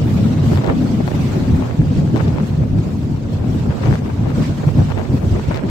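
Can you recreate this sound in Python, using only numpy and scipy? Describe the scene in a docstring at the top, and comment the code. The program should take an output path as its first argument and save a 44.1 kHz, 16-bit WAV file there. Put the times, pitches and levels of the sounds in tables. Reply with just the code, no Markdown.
"""The deep boom and rumble of a rail bus in open country, heard by a two-port microphone at its open door.
The body is filtered noise that surges over uneven track; air past the doorway is swelling, flickering noise.
Gusts are short bursts of fluttering noise, mostly on the left port, and pressure pops crackle, most within
gusts and some alone; the left port's bass drops out for a moment at set times."""
import sys
import numpy as np
from scipy import signal
from scipy.fft import rfft, irfft, next_fast_len
from scipy.io import wavfile
from scipy.ndimage import uniform_filter1d

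SR = 44100
rng = np.random.default_rng(int(sys.argv[2]) if len(sys.argv) > 2 else 0)


def put_to_file(sound):
    """Save the sound as 16-bit audio at rate SR, in the file named by the first command-line argument."""
    columns = np.atleast_2d(sound).T  # one column per channel
    safe = np.clip(columns, -1, 1)
    whole_steps = np.round(safe * 32767)
    wavfile.write(sys.argv[1], SR, whole_steps.astype(np.int16))


N = 251354
T = np.arange(N) / SR
COARSE = T[::16]  # slow controls need fewer points in time
FAST = next_fast_len(N)  # a length that transforms quickly

# The drumming body between surges.
# Each row: time in seconds, level in dB, lift of the deepest boom in dB (surges included).
BODY_BED = [(0, -14.5, -3.5), (.4, -17.5, -2), (.8, -19, -4), (1.4, -23.5, 5), (2, -17, -3.5),
            (2.9, -22, 0.5), (3.6, -18, -0.5), (4.25, -23.5, 3), (4.9, -19.5, 4), (5.7, -23.5, 5)]


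def gain_of(db):
    """Turns decibels into a factor."""
    return 10 ** (np.asarray(db) / 20)


def evened(x):
    """Scales x to an rms (average strength) of 1."""
    return x / np.sqrt(np.mean(x ** 2) + 1e-20)


def read(points, hz):
    """Reads a table over frequency, joining its points on a log axis."""
    f, value = np.transpose(points)
    return np.interp(np.log(hz + 1), np.log(f + 1), value)


def curve(rows):
    """Draws each column of a table over time out to every sample."""
    s, *columns = np.transpose(rows)
    return [np.interp(T, s, c) for c in columns]


def fine(rows):
    """Draws coarse controls out to every sample."""
    return np.array([np.interp(T, COARSE, row) for row in rows])


def coloured(x, spectrum, band, sudden=False):
    """Filters x so that white noise of rms 1 has rms 1 inside the band (Hz); sudden keeps attacks sharp."""
    hz = np.fft.rfftfreq(FAST, 1 / SR)
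    gain = gain_of(read(spectrum, hz))
    inside = (hz > band[0]) & (hz < band[1])
    gain = gain / np.sqrt(np.mean(inside * gain ** 2))
    if sudden:  # minimum phase: nothing sounds before the blow
        echo = irfft(np.log(gain), FAST)
        gain = np.exp(rfft(echo * (1 + np.sign(np.fft.fftfreq(FAST)))))
    return irfft(rfft(x, FAST) * gain, FAST)[..., :N]


def bass_of(x, edge_hz):
    """Keeps the part of x below the edge, with a smooth slope."""
    hz = np.fft.rfftfreq(FAST, 1 / SR)
    return irfft(rfft(x, FAST) / (1 + (hz / edge_hz) ** 6), FAST)[..., :N]


def flicker(ms, channels):
    """Makes smooth chance movement of rms 1 that changes within about ms milliseconds."""
    size = max(round(ms * SR / 1000), 1)
    smooth = uniform_filter1d(rng.standard_normal((channels, N)), size)
    return evened(uniform_filter1d(smooth, size))


def patchy(x, patch_db, size=512):
    """Lifts and lowers small patches of time and pitch by chance, alike on both ports."""
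    overlap = size * 3 // 4
    z = signal.stft(x, nperseg=size, noverlap=overlap)[2]
    field = rng.standard_normal(z.shape[1:])
    for _ in range(2):
        field = uniform_filter1d(field, size=3, axis=0)
        field = uniform_filter1d(field, size=5, axis=1)
    patches = evened(gain_of(patch_db * evened(field)))
    return signal.istft(z * patches, nperseg=size, noverlap=overlap)[1][:, :N]


def body_levels():
    """Gives boom and rumble gains: a lumpy bed, with surges over uneven track that swell and fall away."""
    # Each row: start in seconds, length in seconds, boom level in dB, upper rumble against the boom in dB.
    # The soft edges keep very short surges below their level.
    surge_rows = [(0.002, 0.46, -18, -6), (0.391, 0.023, -31, -10), (0.426, 0.16, -13, -15),
                  (0.667, 0.049, -12, -4), (0.72, 0.072, -14.5, -5), (0.804, 0.071, -21.5, 3.5),
                  (0.886, 0.08, -27, 9), (0.981, 0.037, -19, 3.5), (1.02, 0.067, -20.5, -3.5),
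                  (1.136, 0.022, -11, -6.5), (1.182, 0.043, -23, 4.5), (1.245, 0.086, -17.5, -5.5),
                  (1.337, 0.093, -20.5, 2), (1.466, 0.2, -19.5, 0), (1.792, 0.027, -6.5, -17),
                  (1.897, 0.028, -14.5, -5.5), (1.96, 0.093, -11, -8.5), (2.139, 0.033, -18.5, 7),
                  (2.197, 0.2, -15.5, -10.5), (2.586, 0.06, -14, -9.5), (2.73, 0.081, -14.5, -5.5),
                  (2.856, 0.027, -16.5, -3.5), (3.13, 0.021, -19, -25), (3.475, 0.044, -16, -7),
                  (3.54, 0.05, -19, -8), (3.687, 0.015, -9, -27), (3.848, 0.097, -12.5, -2.5),
                  (4.191, 0.11, -16.5, -3.5), (4.367, 0.058, -16.5, -0.5), (4.485, 0.03, -14.5, -1.5),
                  (4.755, 0.068, -11, -6.5), (5.094, 0.013, -11.5, -7.5), (5.133, 0.027, -13.5, -4.5),
                  (5.247, 0.031, -12.5, -3.5), (5.327, 0.022, -9.5, -8.5), (5.478, 0.021, -9.5, -9),
                  (5.539, 0.025, -13.5, -18), (5.627, 0.054, -20.5, 3.5)]
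    edge_s, bed_rumble_db, lumps_db = 0.017, -4, 2
    bed_db = curve(BODY_BED)[0] + lumps_db * flicker(31, channels=2)
    surges = 0
    for s, length, db, rumble_db in surge_rows:
        before = s + edge_s - COARSE
        after = COARSE - s - length + edge_s
        away = np.maximum(np.maximum(before, after), 0)
        power = gain_of([[db], [db + rumble_db]]) ** 2
        surges = surges + power * np.exp(-(away / edge_s) ** 2)
    bed = gain_of(bed_db + [[0], [bed_rumble_db]])
    return np.sqrt(bed ** 2 + fine(surges))


def body():
    """Panels boom and rumble in swells; the ports are most alike from about 60 to 290 Hz."""
    # Tone of the deep boom. Each row: frequency in Hz, strength in dB per Hz.
    boom = [(15, -38), (35, -2), (55, 0.5), (68, 1.5), (88, 11.5), (104, 10.5), (120, 11.5), (135, 8.5),
            (148, 13), (185, 1), (230, -34), (400, -110)]
    # Tone of the upper rumble. 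Each row: frequency in Hz, strength in dB per Hz.
    rumble = [(60, -89), (120, -21.5), (175, -2.5), (210, 1.5), (248, 1.5), (330, -8), (450, -15.5),
              (700, -23.5), (1100, -37.5), (3000, -100)]
    # How alike the ports are, less so in the deepest bass.
    # Each row: frequency in Hz, left-right likeness from 0 to 1.
    likeness = [(25, 0.32), (60, 0.92), (130, 0.92), (290, 0.82), (640, 0.51), (1200, 0.71), (3000, 0.08)]
    # Loudness balance of the ports. Each row: frequency in Hz, left over right in dB.
    left_lean = [(100, 0.1), (200, 1), (330, 3), (600, 1.5)]
    deep_hz = 113
    hz = np.fft.rfftfreq(FAST, 1 / SR)
    same = np.clip(read(likeness, hz), 0, 1)
    lean = gain_of(read(left_lean, hz) * [[.5], [-.5]])
    out = np.zeros((2, N))
    layers = zip(body_levels(), (boom, rumble), ((60, 170), (170, 400)), (70, 50))
    for level, spectrum, band, steady_ms in layers:
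        shared, *own = rfft(rng.standard_normal((3, FAST)))
        mixed = np.sqrt(same) * shared + np.sqrt(1 - same) * np.array(own)
        pair = coloured(irfft(lean * mixed, FAST), spectrum, band)
        size = round(steady_ms * SR / 2000)
        power = uniform_filter1d(uniform_filter1d((pair ** 2).mean(0), size), size)
        steadied = evened(pair / (abs(power) + 0.074) ** 0.047)  # slightly evens the noise's slower swells
        out += steadied * uniform_filter1d(level, size=300)
    return out + (gain_of(curve(BODY_BED)[1]) - 1) * bass_of(out, deep_hz)


def air(gust):
    """Separate noise at each port under a common swell that gusts lift, with shared flicker and own eddies."""
    # Each row: time in seconds, rush level in dB, fine hiss against the rush in dB.
    air_rows = [(0, -41, -20), (.08, -41.5, -11), (.16, -39.5, -12.5), (.41, -42.5, -19), (.47, -39.5, -11),
                (.57, -39.5, -13), (.63, -45.5, -19), (.82, -41.5, -16), (1.03, -43.5, -16),
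                (1.08, -40.5, -13), (1.34, -40, -15), (1.44, -42.5, -16), (1.56, -42, -13),
                (1.84, -48, -19), (1.95, -42, -20), (2.12, -47, -16), (2.22, -40, -18), (2.36, -47, -19),
                (2.47, -43.5, -13), (2.6, -48.5, -24), (2.75, -49.5, -17), (2.79, -45.5, -18),
                (2.95, -47.5, -13), (3.28, -49.5, -24), (3.33, -45, -16), (3.43, -50, -18),
                (3.52, -43.5, -14), (3.72, -45.5, -17), (3.78, -44.5, -18), (3.85, -41, -18),
                (3.94, -40.5, -17), (4.01, -48, -15), (4.27, -45.5, -19), (4.33, -45.5, -14),
                (4.44, -37.5, -17), (4.52, -43, -16), (4.73, -45, -14), (4.8, -41.5, -15.5),
                (5.08, -46.5, -18), (5.15, -43.5, -13), (5.22, -48, -11), (5.28, -43.5, -15),
                (5.56, -42.5, -21), (5.62, -50.5, -20), (5.7, -41.5, -25)]
    # Tone of the rush. Each row: frequency in Hz, strength in dB per Hz.
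    rush = [(100, -65), (250, 5), (500, 15.5), (1000, 12.5), (1800, 5.5), (2600, 4), (4500, 0.5),
            (6650, -4), (8200, -6.5), (9300, -28), (11000, -64), (14000, -72)]
    # Tone of the fine hiss. Each row: frequency in Hz, strength in dB per Hz.
    fine_hiss = [(4000, -70), (7000, -25), (9300, -3), (10500, -3), (12500, 0), (14000, -3), (15800, -4)]
    stir_db, stir_ms = .25, 70.
    gust_rush_db, steady_hiss_db = -33, -66  # rush added by gusts; hiss that never stops
    rush_db, hiss_db = curve(air_rows)
    passing = gain_of(rush_db + stir_db * flicker(stir_ms, channels=1))
    swell = np.hypot(passing, gain_of(gust_rush_db) * gust)
    hiss = np.hypot(swell * gain_of(hiss_db), gain_of(steady_hiss_db))
    shared_db = 0.79 * flicker(19, channels=1)
    eddies_db = 0.27 * flicker(4.1, channels=2)
    stir = evened(gain_of(shared_db + eddies_db))
    noise = stir * rng.standard_normal((2, N))
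    return coloured(noise * swell, rush, (2500, 8000)) + coloured(noise * hiss, fine_hiss, (10000, 15500))


def gust_level():
    """Gains of flutter and thud at each port: gusts rise a little faster than they fall, over a breeze."""
    # Each row: peak time in seconds, port (0 left, 1 right), fall to a quarter of its height in ms,
    # flutter level in dB, lift of its low thud in dB.
    gust_rows = [(0.464, 0, 9.2, -28.5, -8), (0.517, 0, 27, -31.5, 1), (0.518, 1, 35, -35, 8.5),
                 (0.576, 0, 20, -29, -4), (0.617, 0, 13, -26, -3), (0.643, 0, 16, -24, -1),
                 (0.668, 0, 27, -26, 2), (0.697, 1, 19, -29, 1), (0.697, 0, 37, -24.5, 3),
                 (1.006, 0, 14, -31, 4), (1.081, 0, 12, -31, -4), (1.114, 0, 9.8, -34.5, 14),
                 (1.153, 0, 57, -33, -9), (1.338, 0, 53, -31.5, -4), (1.625, 0, 140, -33.5, -5),
                 (1.71, 0, 26, -36, 2), (2.17, 0, 23, -26.5, -3.5), (2.204, 0, 21, -25, -4),
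                 (2.279, 0, 23, -31.5, -8), (2.33, 0, 27, -34, -11), (2.372, 0, 40, -31, 0),
                 (2.435, 0, 8.5, -36, 0), (2.494, 0, 8.7, -40, 10), (2.536, 0, 8.1, -42, 13),
                 (3.383, 0, 77, -38.5, -6), (3.661, 0, 5.5, -30, 0), (3.709, 0, 27, -30, 0.5),
                 (3.75, 0, 60, -37, -5), (3.813, 0, 5.9, -31, 7), (3.859, 0, 60, -27, -13),
                 (3.939, 0, 71, -33.5, -0.5), (4.072, 0, 55, -32.5, -6), (4.104, 0, 19, -31, 0),
                 (4.279, 0, 71, -31.5, -6), (4.401, 0, 38, -39, -7), (4.645, 0, 20, -32.5, 2.5),
                 (4.687, 0, 10, -28.5, -2), (4.799, 0, 41, -31, 3.5), (4.911, 0, 28, -28.5, -4),
                 (4.98, 0, 17, -25.5, 3), (5.011, 0, 32, -30, 5), (5.052, 0, 8.1, -30, -13),
                 (5.176, 0, 12, -31.5, 4), (5.363, 0, 29, -32, 5), (5.396, 0, 6.4, -29.5, 1),
                 (5.516, 0, 17, -23.5, -4.5), (5.562, 0, 50, -26, -6), (5.637, 1, 28, -33.5, 1)]
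    other_port_db = -6.5  # what a gust leaves on the far port
    rise = 0.9  # a gust rises in this share of the time it takes to fall
    breeze_db, swing_db = -47.5, 5  # small gusts left to chance
    power = low = 0
    for s, port, ms, db, thud_db in gust_rows:
        share = gain_of(other_port_db * abs(np.array([[0], [1]]) - round(port)))
        width_s = ms / 1000 * np.where(COARSE < s, rise, 1)
        blow = (gain_of(db) * share) ** 2 * np.exp(-np.log(16) * ((COARSE - s) / width_s) ** 2)
        power = power + blow
        low = low + blow * gain_of(thud_db) ** 2
    breeze = gain_of(breeze_db + swing_db * flicker(42, channels=2)) ** 2
    return np.sqrt(fine(power) + breeze), np.sqrt(fine(low) + breeze)


def gusts(gust, thud):
    """Each gust flutters the port with ragged noise; some thud more than others."""
    # Tone of the flutter. Each row: frequency in Hz, strength in dB per Hz.
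    flutter_tone = [(60, -52), (150, -21.5), (350, 8), (600, 0.5), (1000, -8), (1800, -18), (2500, -18.5),
                    (5000, -53), (8200, -44), (9500, -53), (15800, -51)]
    thud_hz, ragged_db, ragged_fine_db = 600, 2.7, 3.4
    rough_db = ragged_db * flicker(1.9, channels=2) + ragged_fine_db * flicker(0.46, channels=2)
    ragged = evened(gain_of(rough_db) * rng.standard_normal((2, N)))
    flutter = coloured(gust * ragged, flutter_tone, (600, 2500))
    return flutter + (thud / gust - 1) * bass_of(flutter, thud_hz)


def pops(gust):
    """Each pop is a dull pressure kick of either sign with a brief ragged wake, plus a brighter snap."""
    # Sharp pops, most within gusts and some alone. Each row: start in seconds, port (0 left, 1 right),
    # kick strength in dB before colouring, snap over the kick in dB.
    pop_rows = [(0.5153, 0, -27, -24), (0.5331, 0, -18.5, -23), (0.5582, 0, -22, -12),
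                (0.5739, 0, -21.5, -12), (0.5895, 0, -25, -20), (0.6376, 0, -24, -14),
                (0.6439, 0, -19.5, -12.5), (0.664, 0, -31, -4), (0.674, 0, -27, -6), (0.6765, 0, -34, -6),
                (0.6865, 0, -19, -30), (0.693, 1, -16, -33), (0.6937, 0, -28, -28), (0.6985, 0, -16, -34),
                (0.7, 1, -16, -34), (0.706, 1, -20, -26), (0.718, 0, -26, -34), (1.0777, 0, -19, -15),
                (1.116, 0, -23, -25), (1.1535, 0, -28, -32), (1.6237, 0, -20, -31), (1.7106, 0, -23.5, -28),
                (1.817, 0, -26.5, -30), (2.076, 0, -27, -25), (2.101, 0, -28, -30), (2.1606, 0, -17.5, -15),
                (2.1668, 0, -25, -11), (2.176, 0, -27, -9), (2.1963, 0, -26, -26), (2.2043, 0, -20, -29),
                (2.2045, 1, -29, -22), (2.2116, 0, -28, -10), (2.2808, 0, -27.5, -6.5),
                (2.305, 0, -27, -19), (2.3657, 0, -35, -30), (2.375, 0, -31, -23), (2.3842, 0, -17.5, -36),
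                (2.3968, 0, -33, -34), (2.3999, 1, -19, -28), (2.406, 0, -26, -31), (2.4347, 0, -28, -24),
                (2.637, 0, -31, -28), (3.57, 0, -37, -30), (3.707, 0, -21, -32), (3.8383, 0, -22, -24),
                (3.858, 0, -25, -11), (3.87, 0, -36, -14), (3.8846, 0, -22, -19), (3.9271, 0, -18, -28),
                (3.938, 0, -22, -31), (3.9555, 0, -20, -16), (4.103, 0, -30, -33), (4.2585, 0, -26, -30),
                (4.3171, 0, -30, -30), (4.6891, 0, -22.5, -26), (4.8949, 0, -26, -26),
                (4.9025, 0, -28, -10), (4.9123, 0, -24, -27), (4.9195, 0, -18, -37),
                (4.9234, 0, -26.5, -10), (4.9773, 0, -27, -11), (4.988, 0, -32, -8), (5.0035, 0, -25, -28),
                (5.0143, 0, -19, -24), (5.032, 0, -33, -36), (5.248, 0, -36, -30), (5.3964, 0, -24, -29),
                (5.5136, 0, -19, -28), (5.5205, 0, -25, -30), (5.5448, 0, -30, -3.5), (5.551, 0, -35, -18),
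                (5.56, 0, -24, -11), (5.5736, 0, -30, -2), (5.5965, 1, -32, -27), (5.6359, 1, -22, -34)]
    # Tone of the dull kick. Each row: frequency in Hz, strength in dB per Hz.
    kick_tone = [(100, -26), (400, 1.5), (900, -1), (1800, -8.5), (3000, -19), (4500, -30), (8000, -52)]
    # Tone of the snap. Each row: frequency in Hz, strength in dB per Hz.
    snap_tone = [(1500, -20), (3500, 17), (6000, 1.5), (8200, -5.5), (9500, -21), (12500, -7), (15800, -11)]
    small_per_s, small_db, small_snap_db = 450., -7.5, -21.  # chance pops, scaled by the gust around them
    leak_db, leak_s = -11, .0002  # what a pop leaves on the far port, a moment later
    t = np.arange(70) / SR
    hits = rng.random((2, N)) < small_per_s / SR
    chance = hits * rng.standard_normal((2, N)) * gust * gain_of(small_db)
    kicks = chance * np.sqrt(len(t))
    snaps = kicks * gain_of(small_snap_db)
    wakes = rng.standard_normal((len(pop_rows), len(t)))
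    for (s, port, db, snap_db), wake in zip(pop_rows, wakes):
        shape = 0.14 * wake * np.exp(-t / 0.0017)
        shape[0] = np.sign(wake[0])  # the kick itself
        at = round(s * SR)
        kicks[round(port), at:at + len(t)] += gain_of(db) * evened(shape)
        snaps[round(port), at:at + len(t)] += gain_of(db + snap_db) * evened(shape)
    near = coloured(kicks, kick_tone, (700, 4000), sudden=True)
    near = near + coloured(snaps, snap_tone, (4000, 15500), sudden=True)
    return near + gain_of(leak_db) * np.roll(near[::-1], round(leak_s * SR), axis=1)


def dropped(left):
    """Lowers only the bass of the left port during each dropout, with softened edges."""
    # Each row: start in seconds, length in ms, depth in dB.
    dropout_rows = [(0.624, 100, -11), (1.085, 59, -13), (1.7, 29, -30), (2.167, 52, -11), (2.354, 24, -31),
                    (3.719, 75, -47), (4.626, 42, -16), (4.685, 65, -15), (4.904, 121, -15),
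                    (5.044, 45, -20), (5.433, 42, -15), (5.55, 83, -26)]
    dropout_hz = 318
    depth_db = sum(db * ((T > s) & (T < s + ms / 1000)) for s, ms, db in dropout_rows)
    kept = gain_of(uniform_filter1d(depth_db, 600))
    return left - (1 - kept) * bass_of(left, dropout_hz)


def scene():
    """Adds body, air, gusts and pops at both ports, then drops the bass on the left."""
    gust, thud = gust_level()
    both = patchy(body(), patch_db=1.57, size=2048)
    both = both + patchy(air(gust), patch_db=2.5)
    both = both + patchy(gusts(gust, thud), patch_db=1.45)
    left, right = both + pops(gust)
    return np.array([dropped(left), right])


def record(dry):
    """Softly squeezes the loudest peaks, then cuts everything above the top edge."""
    edge_hz = 15820
    squeezed = 1.6 * np.tanh(dry / 1.6)
    padded = np.pad(squeezed, ((0, 0), (255, 255)), "reflect", reflect_type="odd")
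    lowpass = signal.firwin(511, edge_hz, window=("kaiser", 9), fs=SR)
    return signal.oaconvolve(padded, lowpass[None], "valid", axes=1)


dry = scene()
out = record(dry)
put_to_file(out)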